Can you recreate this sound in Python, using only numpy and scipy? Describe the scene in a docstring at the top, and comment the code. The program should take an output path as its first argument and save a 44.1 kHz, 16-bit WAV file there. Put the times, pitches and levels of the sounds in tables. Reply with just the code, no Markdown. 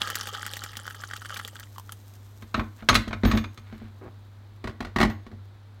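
"""Kettle pour in a small kitchen

Hot water runs into a glass mug: bubbles plop and fizz in its hollow, then the last drops fall.
The kettle is moved away, a bottle is knocked about on the worktop, and the kettle rattles home
onto its base. The hollow worktop booms under every blow; mains hum sits under it all."""
import sys
import numpy as np
from scipy import signal
from scipy.fft import rfft, irfft
from scipy.io import wavfile
from scipy.ndimage import uniform_filter1d

SR = 44100
rng = np.random.default_rng(int(sys.argv[2]) if len(sys.argv) > 2 else 0)


def wav_out(sig):
    """Save sig, one row per channel (or a flat mono array), as 16-bit PCM at SR to the path in sys.argv[1]."""
    wavfile.write(sys.argv[1], SR, np.round(np.clip(np.atleast_2d(sig).T, -1, 1) * 32767).astype(np.int16))


N = 255759
T = np.arange(N) / SR


def from_db(db):
    """Decibels to gain."""
    return 10 ** (np.asarray(db) / 20)


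def unit_rms(x):
    """Scale to rms 1."""
    return x / np.sqrt(np.mean(x ** 2) + 1e-20)


def add(track, s, sound):
    """Mix a sound in at s seconds."""
    i = max(round(s * SR), 0)
    track[i:i + len(sound)] += sound[:N - i]


def decay(t60, size):
    """An envelope that falls 60 dB in t60 seconds."""
    return from_db(-60 * T[:size] / t60)


def attack(rise_s, size):
    """An envelope that eases up to full level."""
    return 1 - np.exp(-T[:size] / rise_s)


def stroke(start_s, length_s, edge_s):
    """An envelope that rises, holds and falls."""
    return np.clip(np.minimum(T - start_s, start_s + length_s - T) / edge_s, 0, 1)


def drift(rate_hz):
    """A modulator that glides between random values."""
    knots = rng.standard_normal(4000)
    return np.interp(T * rate_hz, np.arange(len(knots)), knots)


def colour(x, spectrum, tilt=0, pivot_hz=1200, size=8192):
    """Minimum-phase EQ through (Hz, dB) points, tilted in dB per octave about the pivot."""
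    octave = np.log2(np.maximum(np.fft.rfftfreq(size, 1 / SR), 1))
    hz, db = np.transpose(spectrum)
    curve_db = np.interp(octave, np.log2(hz), db) + tilt * np.maximum(octave - np.log2(pivot_hz), -1)
    cepstrum = irfft(np.log(from_db(curve_db)))
    cepstrum[1:size // 2] *= 2
    cepstrum[size // 2 + 1:] = 0
    return signal.fftconvolve(x, irfft(np.exp(rfft(cepstrum))))[:len(x)]


def resonate(x, peaks):
    """Parallel resonators, each (pitch [Hz], width [Hz], level [dB])."""
    out = 0
    for hz, width, db in peaks:
        r = np.exp(-np.pi * width / SR)
        poles = [1, -2 * r * np.cos(2 * np.pi * hz / SR), r * r]
        out = out + from_db(db) * (1 - r * r) / 2 * signal.lfilter([1, 0, -1], poles, x + 1e-18)
    return out


def struck(modes, size=24000):
    """The ring after one blow, from modes of (pitch [Hz], level [dB], t60 [s])."""
    return sum(from_db(db) * np.sin(2 * np.pi * hz * T[:size]) * decay(t60, size)
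               for hz, db, t60 in modes)


def grains(per_s, spread_db):
    """Random clicks of uneven size and sign."""
    chance, clicks = rng.random(N) * SR / per_s, np.zeros(N)
    hits = np.flatnonzero(chance < 1)
    strength = np.minimum(-np.log(chance[hits] + 1e-9), np.pi)
    clicks[hits] = (1 - 2 * (hits % 2)) * from_db(spread_db * strength)
    return clicks


def burst(t60, size, rise_s=1e-5):
    """A dying chatter of noise, evened out across the spectrum."""
    spectrum = rfft(rng.standard_normal(size) * decay(t60, size) * attack(rise_s, size), 2 * size)
    power = uniform_filter1d(abs(spectrum) ** 2, size=int(size / SR / t60 * 8) + 1)
    return irfft(spectrum * np.sqrt(power.mean() / power))[:size]


def kitchen(x, wet_db, t60, treble_t60, size=26000):
    """Add diffuse reflections from tiles and cupboards; the treble has its own decay time."""
    noise = rng.standard_normal(size)
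    low = signal.sosfilt(signal.butter(1, 3000, fs=SR, output="sos"), noise)
    arrival = np.clip(T[:size] / 0.0013 - .5, 0, 1)
    tail = (low * decay(t60, size) + (noise - low) * decay(treble_t60, size)) * arrival
    return x + from_db(wet_db) * signal.fftconvolve(x, tail / np.linalg.norm(tail))[:N]


# Mains hum partials: (pitch [Hz], rms level [dB])
HUM_PARTIALS = [(100, -46.5), (215, -70)]
# Room tone EQ: (frequency [Hz], level [dB])
ROOM_EQ = [(20, -14), (50, -2), (110, -3), (160, -14), (230, -9), (380, -14), (600, -18), (900, -17.5),
           (1500, -20.5), (2800, -29), (3900, -25), (5500, -36.5), (9000, -43.5), (16000, -44.5)]
def background(room_db=-56):
    """The bed: mains hum, wavering a little, over quiet room tone."""
    hum = 0
    for hz, db in HUM_PARTIALS:
        level = np.sqrt(2) * from_db(db + 0.58 * drift(22))
        hum = hum + level * np.sin(2 * np.pi * hz * T + 0.29 * drift(10))
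    return hum + from_db(room_db) * unit_rms(colour(rng.standard_normal(N), ROOM_EQ))


# Jolts that reach the spring: (time [s], level [dB])
SPRING_JOLTS = [(2.56, -50), (2.91, -53), (3.255, -30.5), (3.351, -39), (5.095, -49)]
# The spring's ring: (pitch [Hz], level [dB], t60 [s])
SPRING_MODES = [(6514, -17.5, 0.59), (11639, -21.5, 0.24), (14546, -3, .2)]
def spring(swell_s=0.01):
    """A small spring zings, thin and high, when the worktop is jolted."""
    out, zing = np.zeros(N), struck(SPRING_MODES)
    for s, db in SPRING_JOLTS:
        add(out, s, from_db(db) * zing * attack(swell_s, len(zing)))
    return out


# The hollow worktop's boom: (pitch [Hz], level [dB], t60 [s])
WORKTOP_MODES = [(48.4, 7, .16), (96.2, -9.5, 0.99), (140.4, -11, 0.16), (220.1, 3, 0.27),
                 (243.6, -7.5, 0.26), (311.4, -10.5, 0.3), (369.3, -9.5, .16), (424, -36.5, 0.057),
                 (594, -17, 0.053)]
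# Rumble EQ of the cupboard below: (frequency [Hz], level [dB])
CUPBOARD_EQ = [(20, -15), (45, 1), (110, 13.5), (165, -6.5), (230, 4.5), (330, -5), (600, -8), (1200, -29),
               (4000, -76.5)]
# A weight set down softly: (time [s], level [dB])
SOFT_LANDINGS = [(2.579, -26), (2.824, -48), (2.913, -23.5), (2.973, -26.5), (3.075, -33), (3.2357, -18.5),
                 (3.2554, -18.5), (3.334, -19.5), (3.3478, -24.5), (3.726, -44), (3.817, -41), (4.645, -36),
                 (5.048, -24), (5.327, -43.5)]
def worktop(bottle_db=-18.5, kettle_db=-17, follows=0.61, boom_db=1, bump_db=11, size=24000):
    """Every blow booms in the worktop and shakes the cupboard; a soft landing adds a dull bump."""
    out = np.zeros(N)
    low_cut = signal.butter(2, 55, "high", fs=SR, output="sos")
    boom = signal.sosfilt(low_cut, struck(WORKTOP_MODES, size)) * attack(0.00054, size)
    thuds = [(s, bottle_db + follows * db) for s, db, _ in BOTTLE_HITS]
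    thuds += [(s, kettle_db + follows * db) for s, db in KETTLE_HITS]
    for blows, rumble_db in [(thuds, 16), (SOFT_LANDINGS, 12)]:
        for s, db in blows:
            rumble = colour(burst(t60=0.18, size=size // 2), CUPBOARD_EQ)
            add(out, s, from_db(db + boom_db) * boom)
            add(out, s, from_db(db + rumble_db) * rumble)
    body = [(610, 450, 0)]   # one broad, woody resonance
    for s, db in SOFT_LANDINGS:
        bump = resonate(resonate(burst(t60=0.043, size=4000), body), body)
        add(out, s, from_db(db + bump_db) * bump)
    return out


# Dull rub of the kettle's foot: (frequency [Hz], level [dB])
DRAG_EQ = [(150, 2), (330, 3.5), (600, -6.5), (1100, -9.5), (2200, -19.5), (3500, -38), (9000, -60.5)]
def kettle_drag(slip_hz=125, level_db=-43.5):
    """The kettle's foot drags briefly, sticking and slipping in quick uneven jerks."""
    slip_count = np.floor(np.cumsum(slip_hz * (1 + 0.1 * drift(180))) / SR)
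    rub = unit_rms(np.diff(slip_count, prepend=0)) + rng.standard_normal(N)
    pressure = stroke(start_s=4.01, length_s=0.083, edge_s=0.0081)
    return from_db(level_db) * pressure * unit_rms(colour(rub, DRAG_EQ))


# Slides of the bottle: (time [s], length [s], level [dB])
BOTTLE_SLIDES = [(2.545, 0.077, -35.5), (2.774, 0.055, -45), (3.222, 0.173, -36.5), (3.62, 0.3, -59)]
def bottle_scuffs():
    """The bottle's base catches on the grain of the worktop as it slides."""
    pressure = sum(from_db(db) * stroke(s, length, edge_s=0.048) for s, length, db in BOTTLE_SLIDES)
    catches = grains(per_s=900, spread_db=3)
    return pressure * unit_rms(colour(catches, BOTTLE_EQ, tilt=-2))


def with_rebounds(hits, gap_s, loss_db, count=2):
    """Follow each hit with weaker rebounds at uneven gaps."""
    rows = []
    for (s, db, hardness), gaps in zip(hits, rng.uniform(.5, 1.5, (len(hits), count))):
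        for k, delay in enumerate(np.cumsum([0, *gaps])):
            rows.append((s + gap_s * delay, db - loss_db * k, hardness))
    return rows


def clacks(hits, eq, modes, t60, ring_db, seat_s, crack_db=1, crack_t60=0.0077, size=6000):
    """Each contact cracks and chatters as the surfaces seat; harder hits ring brighter."""
    out = np.zeros(N)
    for s, db, hardness in hits:
        contact = burst(t60, size, seat_s) + from_db(crack_db) * burst(crack_t60, size, seat_s)
        clack = from_db(db) * colour(contact, eq, hardness)
        add(out, s - seat_s, clack)
        # the reflection off the worktop hollows each knock in its own way
        add(out, s - seat_s + rng.uniform(.0005, .002), from_db(-6) * clack)
    return out + from_db(ring_db) * resonate(out, modes)


# Bottle on worktop: (time [s], level [dB], hardness [dB/octave])
BOTTLE_HITS = [(2.423, -48, 0), (2.5437, -22.5, -2.5), (2.5953, -28, -5), (2.824, -44, -5),
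               (2.8885, -13, 2), (2.8956, -19, -8), (2.929, -24, -3), (2.944, -37, 8), (2.9532, -18, 3.5),
               (3.079, -42, 2.5), (3.109, -36.5, -5), (3.1299, -29, -2.5), (3.2348, -31, -2.5),
               (3.251, -28.5, 0.5), (3.3142, -27.5, 1.5), (3.374, -30, 1.5), (3.441, -35.5, -1.5),
               (3.576, -48, 3), (3.726, -48.5, -2)]
# Tone of its contact: (frequency [Hz], level [dB])
BOTTLE_EQ = [(150, -15), (500, -13), (750, -3.5), (1250, 1.5), (2000, 2), (2800, -4.5), (3900, -3.5),
             (5000, -13.5), (6500, -19), (10000, -28), (16000, -37.5)]
# Its ring: (pitch [Hz], width [Hz], level [dB])
BOTTLE_RING = [(613, 95, 9.5), (1060, 39, 10.5), (1135, 55, 2), (1280, 53, 7.5), (1547, 18, 3),
               (2435, 25, 6), (3550, 46, 3), (3720, 27, -5.5), (4100, 61, 4), (5570, 120, 1.5),
               (6400, 60, 13.5)]
def bottle():
    """The bottle knocks on the worktop, bouncing tightly and ringing."""
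    hits = with_rebounds(BOTTLE_HITS, gap_s=0.0081, loss_db=11)
    return from_db(14.5) * clacks(hits, BOTTLE_EQ, BOTTLE_RING, t60=0.038, ring_db=-4.5, seat_s=0.00088)


# Kettle finding its base: (time [s], level [dB])
KETTLE_HITS = [(4.642, -36), (4.6744, -33.5), (4.8059, -32), (4.849, -36), (4.962, -25.5), (4.986, -25),
               (5.003, -21.5), (5.013, -18), (5.0298, -18.5), (5.1, -37), (5.266, -49), (5.316, -53.5)]
# Tone of its contact: (frequency [Hz], level [dB])
KETTLE_EQ = [(150, 3), (380, -1), (480, -5.5), (700, 1.5), (1200, 6), (2100, -4), (3000, -6), (4200, -7.5),
             (5500, -15), (9500, -27), (16000, -34)]
# Its body's ring: (pitch [Hz], width [Hz], level [dB])
KETTLE_RING = [(248, 36, 19), (357, 55, 18), (603, 54, 9.5), (1055, 37, 4), (1426, 42, -1), (1920, 140, 10),
               (4050, 110, -7)]
def kettle(hardness=0.73):
    """The kettle rattles onto its base, each clack ringing its low body modes."""
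    hits = with_rebounds([(s, db, hardness) for s, db in KETTLE_HITS], gap_s=0.015, loss_db=10.5)
    return from_db(12.5) * clacks(hits, KETTLE_EQ, KETTLE_RING, t60=0.037, ring_db=-2, seat_s=0.0015)


def bubble_times(chance, crowding):
    """Spread 0-1 values over the pour, denser in strong flow; return times [s] and flow [dB]."""
    flow_db = np.interp(T, *np.transpose(POUR_LEVEL)) - FULL_FLOW_DB
    due = np.cumsum(from_db(crowding * flow_db) * (T < POUR_END_S))
    times = np.interp(chance, due / due[-1], T)
    return times, np.interp(times, T, flow_db)


def fine_bubbles(count=420, centre_hz=6480, level_db=-37, spread_db=5, cycles=24, size=600):
    """Tiny bubbles burst at the surface in short pings, higher and softer as the stream thins."""
    out = np.zeros(N)
    times, flow_db = bubble_times(rng.random(count), crowding=.45)
    detune, strength = rng.standard_normal((count, 2)).T
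    pitches = np.minimum(centre_hz * 2 ** (0.52 * detune - 0.02 * flow_db), SR / 2)
    levels = level_db + 0.36 * flow_db + spread_db * strength
    for s, hz, db in zip(times, pitches, levels):
        add(out, s, from_db(db) * np.sin(2 * np.pi * hz * T[:size]) * decay(cycles / hz, size))
    return out


# The stream thins as the kettle is eased back, surges once and stops: (time [s], level [dB])
POUR_LEVEL = [(0, -35.5), (.14, -41), (.55, -44), (.85, -51), (1.28, -51), (1.38, -41.5), (1.5, -56),
              (1.63, -57), (1.7, -80)]
FULL_FLOW_DB, POUR_END_S = -40, POUR_LEVEL[-1][0]
# The glass mug and the air in it: (pitch [Hz], width [Hz], level [dB])
MUG_MODES = [(216, 71, -6.5), (444, 440, -13.5), (841, 33, -4), (1215, 40, -3.5), (1283, 120, 2),
             (1653, 190, -2.5), (3040, 210, -4.5), (3162, 214, -1), (4460, 250, -9), (5830, 520, -24.5)]
# Tone of spray and bursting foam: (frequency [Hz], level [dB])
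SPRAY_EQ = [(50, -16), (220, 0.5), (600, -8.5), (2400, -2.5), (4000, 0), (6300, 3.5), (8500, 0.5),
            (10500, -4.5), (13000, 3), (16000, -3)]
def stream(cycles=17, foam_settles_s=1.96, foam_fall_db_per_s=6):
    """Small bubbles gurgle through the mug's resonances; finer ones tick as spray and fizz as foam."""
    gurgle_db = np.interp(T, *np.transpose(POUR_LEVEL))
    foam_db = -64.5 - foam_fall_db_per_s * np.maximum(T - foam_settles_s, 0)
    spray_db = np.maximum(-61 + 0.52 * (gurgle_db - FULL_FLOW_DB), foam_db)
    surge = from_db(4 * drift(55))   # the jet drags air under in quick gulps
    bubbles = 0
    for hz in np.geomspace(450, 7000, 28):
        width = np.log(1000) / np.pi * hz / cycles
        births = grains(per_s=36, spread_db=4.5)
        bubbles = bubbles + unit_rms(resonate(births, [(hz, width, 0)]))
    splatter = from_db(-1) * unit_rms(grains(per_s=300, spread_db=5))
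    ticks = grains(per_s=600, spread_db=5)
    gurgle = resonate(surge * (unit_rms(bubbles) + splatter), MUG_MODES)
    spray = from_db(spray_db) * unit_rms(colour(ticks * surge, SPRAY_EQ, tilt=-0.763))
    fizz = from_db(foam_db - 1) * unit_rms(colour(rng.standard_normal(N), SPRAY_EQ, tilt=1))
    return from_db(gurgle_db) * unit_rms(gurgle) + spray + fizz


# Deep glugs, plops and plinks: (pitch [Hz], share [0-1], ring level [dB])
BUBBLE_KINDS = [(490, .18, -38), (1580, .62, -26), (3360, .2, -30.5)]
def lesser_plops(count=80, gather=.35, spread_octaves=0.28):
    """Rows like BIG_PLOPS for air the jet keeps dragging under: busier and louder in strong flow."""
    when, kind, detune = rng.random((count, 3)).T
    ring, splash = rng.standard_normal((count, 2)).T
    times, flow_db = bubble_times((np.arange(count) + when) / count, crowding=.25)
    gulps = np.array(BIG_PLOPS)[:, 0]
    nearest_gulp = gulps[np.argmin(abs(times[:, None] - gulps), axis=1)]
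    times = times + gather * (nearest_gulp - times)
    kind_hz, share, kind_db = np.transpose(BUBBLE_KINDS)
    pick = np.searchsorted(np.cumsum(share), kind * share.sum())
    hz = kind_hz[pick] * 2 ** (spread_octaves * (2 * detune - 1))
    ring_db = kind_db[pick] + 0.46 * flow_db + 3 * ring
    splash_db = -37 + flow_db + 5.5 * splash
    return list(zip(times, hz, ring_db, splash_db))


# The biggest bubbles and the last drops: (time [s], pitch [Hz], ring level [dB], splash level [dB])
BIG_PLOPS = [(0.0176, 3240, -6, -47), (0.0737, 1590, -19, -40), (.1017, 1780, -21.5, -14.5),
             (0.155, 1560, -18, -9), (0.2114, 5500, -13, -35), (.272, 2940, -31, -20),
             (0.349, 1460, -21, -30), (0.43, 1500, -20, -46), (0.4644, 1450, -20, -16),
             (0.5359, 3500, -18.5, -21), (0.569, 1860, -22.5, -19.5), (0.638, 1420, -33, -15.5),
             (0.7696, 3140, -22.5, -18), (0.867, 1720, -28.5, -25.5), (0.8782, 1470, -20, -39),
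             (0.9079, 1560, -25, -31), (1.0374, 1480, -21, -50), (1.1117, 1540, -22, -48),
             (1.1353, 1670, -20, -54), (1.1655, 3150, -26, -25), (1.2186, 1460, -28, -36),
             (1.2569, 1610, -24, -35), (1.3048, 1400, -23, -42), (1.343, 3300, -22.5, -23.5),
             (1.3714, 3470, -21, -22), (1.3968, 1330, -22, -38), (1.449, 3350, -20.5, -27),
             (1.4772, 1280, -36, -22), (1.5557, 1560, -29.5, -35.5), (1.5662, 3330, -30, -48),
             (1.5976, 1640, -35, -24), (1.6352, 3180, -31, -54), (1.761, 1120, -35.5, -60),
             (1.7821, 1030, -26.5, -26.5), (1.7972, 1000, -33, -29), (1.8933, 1350, -27, -52),
             (1.9218, 9700, -25, -22.5)]
def plops(cycles=13, calm_cycles=20, rise=0.011, hollow_db=-6, droplets_db=-11, size=2400):
    """A bubble rings, bending up slightly; its birth sounds the mug's air and throws droplets."""
    rings, splashes, t = np.zeros(N), np.zeros(N), T[:size]
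    for s, hz, ring_db, splash_db in BIG_PLOPS + lesser_plops():
        t60 = (cycles if s < POUR_END_S else calm_cycles) / hz   # calm water lets it ring on
        bend = 1 + rise * np.minimum(t / t60, 1)
        ring = np.sin(2 * np.pi * hz * t * bend) * decay(t60, size) * attack(0.5 / hz, size)
        hollow = resonate(burst(t60=0.018, size=size), MUG_MODES)
        plop = ring / ring.max() + from_db(hollow_db) * hollow / abs(hollow).max()
        add(rings, s, from_db(ring_db) * plop)
        scatter = unit_rms(rng.standard_normal(size) ** 3)
        droplets = from_db(droplets_db) * scatter * decay(0.035, size)
        brightness = np.interp(s, [0, 1.9], [-2, .8])   # the thinning stream throws finer drops
        splash = colour(burst(t60=0.0022, size=size) + droplets, SPRAY_EQ, tilt=brightness)
        add(splashes, s, from_db(splash_db) * splash / np.linalg.norm(splash))
    return from_db(-3.5) * rings + from_db(6.5) * splashes


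def scene():
    """The mono mix: the pour up close, the knocks further back, the room underneath."""
    water = kitchen(plops() + stream() + fine_bubbles(), wet_db=-11.5, t60=0.056, treble_t60=0.073)
    handling = bottle() + kettle() + bottle_scuffs() + kettle_drag()
    knocks = kitchen(handling, wet_db=-10.5, t60=0.3, treble_t60=0.2)
    return (water + knocks + worktop() + spring() + background())[None]


def record(dry, low_cut_hz=36, ceiling=1.3, high_cut_hz=16200):
    """The microphone loses the deepest bass, the highest peaks are rounded and the top is cut."""
    trimmed = signal.sosfilt(signal.butter(2, low_cut_hz, "high", fs=SR, output="sos"), dry)
    rounded = ceiling * np.tanh(trimmed / ceiling)
    return signal.sosfilt(signal.ellip(10, .1, 80, high_cut_hz, fs=SR, output="sos"), rounded)


dry = scene()
out = record(dry)
wav_out(out)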